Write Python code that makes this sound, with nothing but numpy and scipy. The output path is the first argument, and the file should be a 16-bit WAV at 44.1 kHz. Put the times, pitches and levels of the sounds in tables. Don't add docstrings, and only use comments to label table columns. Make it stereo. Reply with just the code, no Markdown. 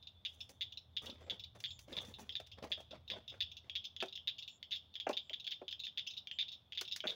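import sys
import numpy as np
from scipy import signal
from scipy.fft import rfft, irfft, next_fast_len
from scipy.io import wavfile
from scipy.ndimage import uniform_filter1d, map_coordinates

SR = 44100
rng = np.random.default_rng(int(sys.argv[2]) if len(sys.argv) > 2 else 0)


def dump(signal):
    limited = np.clip(np.atleast_2d(signal).T, -1, 1)
    pcm = np.round(limited * 32767).astype(np.int16)
    wavfile.write(sys.argv[1], SR, pcm)


N = 315315


def frog(calls, click_hz, rasp_hz, spread, double_gap_s, rasp, rasp_db, swell_s, fade_db, scatter_db):
    pulse_gap_s, full_pulses = .0049, 6.2
    late_s, bend_spread, tightening = .00028, .016, .025
    tone, gate = np.zeros(N), np.zeros(N)
    t = np.arange(SR // 100) / SR
    shape = (t / swell_s * np.exp(1 - t / swell_s)) ** 2
    for start_s, db, pulses in calls:
        chance = rng.standard_normal((10, 3))
        count = int(np.clip(round(pulses), 1, 10))
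        call_hz = np.interp(count, [1, full_pulses], [click_hz, rasp_hz])
        call_hz *= 1 + spread * rng.standard_normal()
        gap_s = double_gap_s if count == 2 else pulse_gap_s
        for k, (late, size, bend) in enumerate(chance[:count]):
            later = k > 0
            pulse_s = start_s + k * gap_s + later * late * late_s
            gain = amp(db - fade_db * k / count + later * scatter_db * size)
            pulse_hz = call_hz * (1 + bend_spread * bend + tightening * later)
            add(tone, pulse_s, gain * shape * np.sin(2 * np.pi * pulse_hz * t))
            add(gate, pulse_s, gain * shape)
    band_hz, band_db = np.transpose(rasp)
    rough = gate * rng.standard_normal(N)
    grit = filtered(rough, lambda hz: amp(np.interp(hz, band_hz, band_db)))
    return tone + amp(rasp_db) * grit


def near_frog():
    # start in seconds, relative level in dB, pulse count.
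    near_calls = [(.2504, -25, 5), (.6096, -24, 5), (.9668, -24.5, 4), (1.2985, -22.5, 4), (1.6398, -24, 5),
                  (1.9675, -23, 5), (2.2933, -25.5, 1), (2.3537, -23.5, 4), (2.7178, -22, 5),
                  (3.101, -23.5, 5), (3.4053, -21.5, 6), (3.6971, -25.5, 1), (3.7535, -23.5, 5),
                  (3.9645, -27.5, 1), (4.0034, -23.5, 3), (4.1755, -29, 1), (4.2738, -22, 6),
                  (4.6285, -27.5, 1), (4.7178, -24.5, 8), (4.9548, -25.5, 2), (5.0001, -24, 3),
                  (5.1343, -32.5, 1), (5.1688, -23.5, 4), (5.2965, -27, 1), (5.3324, -25.5, 3),
                  (5.4676, -25, 2), (5.517, -25.5, 4), (5.6811, -26, 2), (5.727, -23.5, 1),
                  (5.8684, -25.5, 2), (5.9749, -23.5, 6), (6.2722, -25.5, 1), (6.3132, -24.5, 1),
                  (6.3875, -23, 9), (6.7227, -28.5, 2), (6.7746, -25.5, 4), (7.0046, -23.5, 1),
                  (7.0709, -22.5, 8)]
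    # frequency in Hz, gain in dB.
    near_rasp = [(1100, -26.5), (1650, -10.5), (2650, 1.5), (3050, 9), (4000, -20), (4450, -1.5),
                 (5200, -2), (5900, -16.5), (6800, -16.5), (8100, -48), (10500, -35.5), (13000, -38.5),
                 (15000, -22)]
    voice = frog(near_calls, click_hz=3295, rasp_hz=3400, spread=0.006, double_gap_s=.009,
                 rasp=near_rasp, rasp_db=-5.5, swell_s=0.001, fade_db=8.5, scatter_db=3.2)
    bank_ring = ringing(voice)
    direct = bounce(voice, delay_s=.003365, gain=.25) + amp(-19.5) * bank_ring
    reeds = amp(-6.5) * echoes(voice, t60_s=.13)
    trees = amp(-17.0) * echoes(voice, t60_s=.48)
    banks = amp(-9.5) * echoes(bank_ring, t60_s=0.28)
    return amp(-0.5) * (placed(direct, lead_ms=0.4752, pan_db=3.5) + reeds + trees + banks)


def far_frog():
    # start in seconds, relative level in dB, pulse count.
    far_calls = [(.026, -45.5, 2), (.0713, -38, 2), (.4056, -34.5, 2), (.7229, -35.5, 1), (.7732, -34, 2),
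                 (1.061, -37.5, 2), (1.099, -33.5, 2), (1.3957, -35, 2), (1.438, -34.5, 2),
                 (1.706, -35.5, 2), (1.9286, -34, 2), (2.14, -38, 2), (2.324, -38, 2), (2.465, -47, 2),
                 (2.5163, -39, 4), (2.909, -41.5, 2), (3.0785, -39.5, 2), (3.279, -35.5, 1),
                 (3.294, -41, 2), (3.516, -36.5, 2), (3.5685, -36.5, 3), (3.8425, -34.5, 3),
                 (4.0837, -38.5, 2), (4.1256, -36.5, 2), (4.1544, -33.5, 3), (4.3834, -36, 2),
                 (4.425, -35.5, 2), (4.4778, -32.5, 4), (4.709, -33, 2), (4.756, -37.5, 3),
                 (4.9405, -40, 2), (5.1305, -31.5, 1), (5.3987, -37, 2), (5.444, -36.5, 2), (5.509, -31, 2),
                 (5.71, -35.5, 2), (5.7945, -37, 2), (5.8368, -33, 5), (6.067, -37, 2), (6.1025, -39, 2),
                 (6.137, -39.5, 2), (6.168, -39, 5), (6.4821, -35, 2), (6.518, -36, 6), (6.75, -38.5, 2),
                 (6.8514, -37, 1), (6.878, -34, 2), (6.913, -33, 5)]
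    # frequency in Hz, gain in dB.
    far_rasp = [(1700, -35), (2300, -11.5), (2800, 7.5), (3900, -13), (4250, -4), (4600, -5.5), (5300, 1.5),
                (5900, -11.5), (6800, -14.5), (8000, -42), (13000, -31.5), (15000, -21)]
    voice = frog(far_calls, click_hz=3505, rasp_hz=3562, spread=0.028, double_gap_s=0.0061,
                 rasp=far_rasp, rasp_db=-1, swell_s=0.00098, fade_db=12.5, scatter_db=6.5)
    bank_ring = ringing(voice)
    direct = bounce(voice, delay_s=.003365, gain=.5) + amp(-9.5) * bank_ring
    reeds = amp(-1) * echoes(voice, t60_s=.08)
    trees = amp(-7.5) * echoes(voice, t60_s=0.26)
    banks = amp(-2) * echoes(bank_ring, t60_s=0.15)
    return amp(-0.5) * (placed(direct, lead_ms=0.465, pan_db=1.0) + reeds + trees + banks)


def ringing(x):
    # frequency in Hz, width in Hz, gain in dB.
    resonances = [(2875, 30, -5), (3026, 28, -7), (3277, 32, 0), (3513, 24, -1), (3565, 24, 4),
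                  (3633, 22, -4), (3780, 30, -2), (3868, 28, 0), (4400, 55, 0)]

    def response(f):
        return sum(amp(db) * 1j * f * width / (hz ** 2 - f ** 2 + 1j * f * width)
                   for hz, width, db in resonances)
    return filtered(x, response)


def knocks():
    # start in seconds, relative level in dB, hardness in dB.
    blows = [(1.215, -53, -21), (1.273, -48.5, -31), (1.322, -50, -45), (1.554, -46, -28), (2.399, -45, -6),
             (2.637, -41, -13), (2.647, -38.5, -25), (2.705, -43, -16), (2.775, -45.5, -17),
             (2.801, -47, -13), (2.931, -44, -30), (3.162, -41, -18.5), (3.339, -51.5, -3.5),
             (4.023, -30, -5.5), (4.032, -35.5, -31), (5.067, -26.5, -8), (5.093, -23.5, -20),
             (5.1, -37.5, -42), (5.109, -46, -2.5), (5.302, -48, -15.5), (5.615, -36, -21.5),
             (6.814, -44.5, -1.5), (7.039, -36.5, -6), (7.051, -38, -7)]
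    # frequency in Hz, relative level in dB, 60 dB decay time in seconds.
    box_modes = [(379.2, -1.5, 0.12), (496.5, 2, 0.039), (575, -8, 0.12), (624, 15, 0.042),
                 (720, -22, 0.025), (770, 9.5, 0.027), (1070, -5, 0.025), (1220, -29, 0.046),
                 (1507, -16.5, 0.073), (2430, -23, 0.036), (2430, -19, 0.038)]
    # frequency in Hz, relative density in dB.
    thud_spectrum = [(130, -20), (210, -7), (400, -2), (620, 3.5), (820, -3), (1100, -12.5), (2000, -46.5)]
    clatter_spectrum = [(300, -44), (600, 0), (1000, -11), (1400, 7.5), (2000, -2), (2700, 6), (3500, -34),
                        (6500, -13.5), (8000, -32), (15000, -43)]
    mode_scatter_db, bend_spread, phase_spread_rad = 8.1, 0.0031, 1.36
    rise_s, thud_t60_s, clatter_t60_s = 0.0019, 0.081, 0.048
    ring, thud, clatter = np.zeros(N), np.zeros(N), np.zeros(N)
    t = np.arange(SR // 5) / SR
    rise = 1 - np.exp(-(t / rise_s) ** 2)
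    hz, mode_db, t60_s = np.transpose(box_modes)[:, :, None]
    for start_s, db, hard_db in blows:
        size, bend, turn = rng.standard_normal((3, len(box_modes), 1))
        tilt_db = .5 * (hard_db + 11) * np.log2(hz / 600)
        decay = amp(mode_db + tilt_db + mode_scatter_db * size - 60 * t / t60_s)
        modes = decay * np.sin(2 * np.pi * hz * (1 + bend_spread * bend) * t + phase_spread_rad * turn)
        blow = modes.sum(0) * rise
        thud_db = db - .5 * max(hard_db + 6.0, 0)
        add(ring, start_s, amp(db) * blow / abs(blow).max())
        add(thud, start_s, amp(thud_db - 60 * t / thud_t60_s) * rise)
        add(clatter, start_s, amp(db + hard_db - 60 * t / clatter_t60_s) * rise)
    mix = amp(-4.5) * ring
    mix += amp(-9.0) * thud * noise(thud_spectrum)
    mix += amp(1.5) * clatter * noise(clatter_spectrum)
    high_pass = signal.butter(4, 165, "high", fs=SR, output="sos")
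    mix = signal.sosfilt(high_pass, mix)
    return placed(mix, lead_ms=0.045, pan_db=-0.8) + amp(-10.5) * echoes(mix, t60_s=0.2)


def clicks():
    # start in seconds, relative level in dB.
    snaps = [(0.4933, -49.5), (1.0588, -46.5), (1.6029, -45), (1.791, -44.5), (2.05, -49.5), (2.194, -51.5),
             (2.401, -48.5), (2.47, -54.5), (2.627, -53.5), (2.8045, -52), (4.0253, -41.5), (4.0577, -53.5),
             (5.0912, -40.5), (5.1076, -49.5), (6.8117, -31.5), (6.9621, -33)]
    # frequency in Hz, relative density in dB.
    click_spectrum = [(250, -56), (600, -19), (1200, -7), (2500, 0.5), (4300, 2.5), (6000, 2),
                      (8000, -12.5), (10500, -11.5), (13000, -20), (15000, -11)]
    gate = np.zeros(N)
    t = np.arange(SR // 10) / SR
    decay = amp(-60 * t / 0.027) + amp(-6.5 - 60 * t / 0.11)
    for start_s, db in snaps:
        add(gate, start_s, amp(db) * decay)
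    return amp(-5) * gate * wide(click_spectrum, side_db=0.0)


def clothes():
    # start in seconds, time to decay in seconds, relative rubbing level in dB, relative swish level in dB.
    scuffs = [(.25, .2, -76.5, -89), (0.489, 0.018, -64, -73.5), (1.016, 0.072, -53.5, -79),
              (1.12, 0.12, -66, -102), (1.203, 0.012, -61, -92), (1.26, 0.056, -60, -97.5),
              (1.317, 0.029, -54.5, -87), (1.546, 0.015, -55, -86), (1.586, .05, -72.5, -82),
              (1.804, 0.0067, -79, -71), (1.876, 0.045, -53, -79), (1.918, 0.18, -55.5, -78.5),
              (2.101, 0.059, -63.5, -94), (2.182, 0.038, -52, -70), (2.246, 0.067, -69.5, -97),
              (2.57, 0.016, -56.5, -98), (2.622, 0.028, -50.5, -81.5), (2.698, 0.019, -59.5, -83.5),
              (2.772, 0.045, -64, -86.5), (2.904, 0.053, -56, -95.5), (3.091, 0.095, -57.5, -92.5),
              (3.315, 0.059, -62, -95.5), (3.637, 0.045, -65, -105), (7.05, 0.078, -53, -79)]
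    # frequency in Hz, relative density in dB.
    rub_spectrum = [(100, -15), (200, 3.5), (330, -2), (420, 1), (540, 3), (650, -2.5), (780, -6),
                    (950, -6.5), (1500, -11.5), (2500, -12.5), (5000, -18), (9000, -45.5)]
    swish_spectrum = [(1500, -13), (3000, -44.5), (6000, 21.5), (8500, 6), (10500, 11.5), (13000, -1),
                      (15500, 12.5)]
    attack_s, t60_s = 0.0084, 0.13
    rubbing, swishing = np.zeros(N), np.zeros(N)
    t = np.arange(SR // 2) / SR
    for start_s, hold_s, rub_db, swish_db in scuffs:
        attack = np.minimum(t / attack_s, 1)
        stroke = attack * amp(-60 * np.maximum(t - hold_s, 0) / t60_s)
        add(rubbing, start_s, amp(rub_db) * stroke)
        add(swishing, start_s, amp(swish_db) * stroke)
    rub_flicker = unit(amp(2.2 * wobble(60) + 3 * wobble(250)))
    rub = rub_flicker * patchy(wide(rub_spectrum, side_db=-12), depth_db=3.5)
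    swish_flicker = unit(amp(3.5 * wobble(60) + 4 * wobble(700)))
    swish = swish_flicker * patchy(wide(swish_spectrum, side_db=-2), depth_db=2)
    cloth = amp(-1.5) * rubbing * rub + amp(12.5) * swishing * swish
    return cloth + amp(-11) * echoes(cloth.mean(0), t60_s=.4)


def insect():
    # start in seconds, length in seconds, centre frequency in Hz, level before swell and pan in dB.
    buzzes = [(1.217, .09, 7500, -85), (1.654, 0.14, 7080, -71), (4.466, 0.13, 7180, -74.5),
              (5.216, 0.12, 7400, -85.5), (6.314, 0.069, 7350, -80)]
    out = np.zeros(N)
    for start_s, length_s, hz, db in buzzes:
        wing = noise([(hz * .8, -50), (hz * .94, -4), (hz, 0), (hz * 1.04, -4), (hz * 1.12, -50)])
        swell = signal.windows.tukey(int(length_s * SR), .5)
        add(out, start_s, amp(db) * swell * wing[:len(swell)])
    return placed(out, lead_ms=0, pan_db=6)


def engine():
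    # time in seconds, level before waver in dB.
    approach = [(0, -69.5), (1.3, -64.5), (1.7, -62), (2.3, -63), (3.45, -64.5), (3.9, -71), (5, -76),
                (7.15, -74)]
    # frequency in Hz, relative density in dB.
    hum_spectrum = [(25, -61), (45, -17.5), (58, -2.5), (70, -6), (81, 10), (94, 1.5), (120, 0.5),
                    (170, -20), (300, -76)]
    waver_db, knots_per_s = 0.53, 9.8
    level_db = np.interp(np.arange(N) / SR, *np.transpose(approach))
    level_db += waver_db * wobble(knots_per_s)
    return amp(level_db) * wide(hum_spectrum, side_db=-20)


def air():
    # frequency in Hz, relative density in dB.
    air_spectrum = [(25, -9.5), (60, -24), (110, -1), (200, 0), (350, -10), (700, -8.5), (1000, -13),
                    (1800, -21.5), (5000, -29), (8000, -39.5), (15000, -34)]
    return amp(-74.5) * wide(air_spectrum, side_db=-5.5)


def chorus():
    # frequency in Hz, relative density in dB.
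    chorus_spectrum = [(1800, -28), (2900, -14.5), (3550, 5), (3850, -12), (4200, -15.5), (5500, -31),
                       (8000, -40)]
    blur = patchy(wide(chorus_spectrum, side_db=3), depth_db=4)
    return amp(-70.5 + 0.9 * wobble(12)) * blur


def amp(db):
    return 10 ** (np.asarray(db) / 20)


def unit(x):
    return x / np.sqrt(np.mean(x ** 2) + 1e-20)


def wobble(knots_per_s):
    knots = rng.standard_normal(int(N * knots_per_s / SR) + 4)
    return map_coordinates(knots, [np.arange(N) * knots_per_s / SR])


def filtered(x, response):
    m = next_fast_len(x.shape[-1] + SR // 4)
    spectrum = rfft(x, m) * response(np.fft.rfftfreq(m, 1 / SR))
    return irfft(spectrum, m)[..., :x.shape[-1]]


def noise(spectrum):
    f, db = np.transpose(spectrum)
    white = rng.standard_normal(N)
    return unit(filtered(white, lambda hz: amp(np.interp(np.log(hz + 1), np.log(f), db))))


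def wide(spectrum, side_db):
    mid = noise(spectrum)
    side = amp(side_db) * noise(spectrum)
    return unit(np.array([mid + side, mid - side]))


def patchy(x, depth_db):
    z = signal.stft(x, nperseg=1024)[2]
    field = rng.standard_normal(z.shape[1:])
    field = uniform_filter1d(field, size=4, axis=0)
    field = uniform_filter1d(field, size=4, axis=1)
    shaped = z * amp(depth_db * unit(field))
    return unit(signal.istft(shaped, nperseg=1024)[1][:, :N])


def add(track, start_s, sound):
    i = max(round(start_s * SR), 0)
    part = track[i:i + len(sound)]
    part += sound[:len(part)]


def placed(x, lead_ms, pan_db):
    ears = np.array([[1], [-1]]) / 2
    return filtered(x, lambda hz: amp(ears * pan_db) * np.exp(2j * np.pi * hz * ears * lead_ms / 1000))


def bounce(x, delay_s, gain):
    return filtered(x, lambda hz: 1 + gain * np.exp(-2j * np.pi * hz * delay_s))


def echoes(x, t60_s):
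    t = np.arange(SR // 2) / SR
    hop = SR // 3
    fade = np.sqrt(signal.windows.hann(2 * hop))
    decay = amp(-60 * t / t60_s) * (t > .002)
    padded = np.pad(x, (hop, 2 * hop))
    wet = np.zeros((2, N + 2 * SR))
    for i in range(0, N + hop, hop):
        tail = rng.standard_normal((2, len(t))) * decay / np.linalg.norm(decay)
        part = signal.fftconvolve((fade * padded[i:i + 2 * hop])[None], tail, axes=1)
        wet[:, i:i + part.shape[1]] += part
    return wet[:, hop:hop + N]


def scene():
    frogs = near_frog() + far_frog()
    angler = knocks() + clicks() + clothes()
    background = engine() + air() + chorus()
    return frogs + angler + insect() + background


def record(dry):
    top_hz = 15800
    return filtered(dry, lambda hz: hz < top_hz)


dry = scene()
out = record(dry)
dump(out)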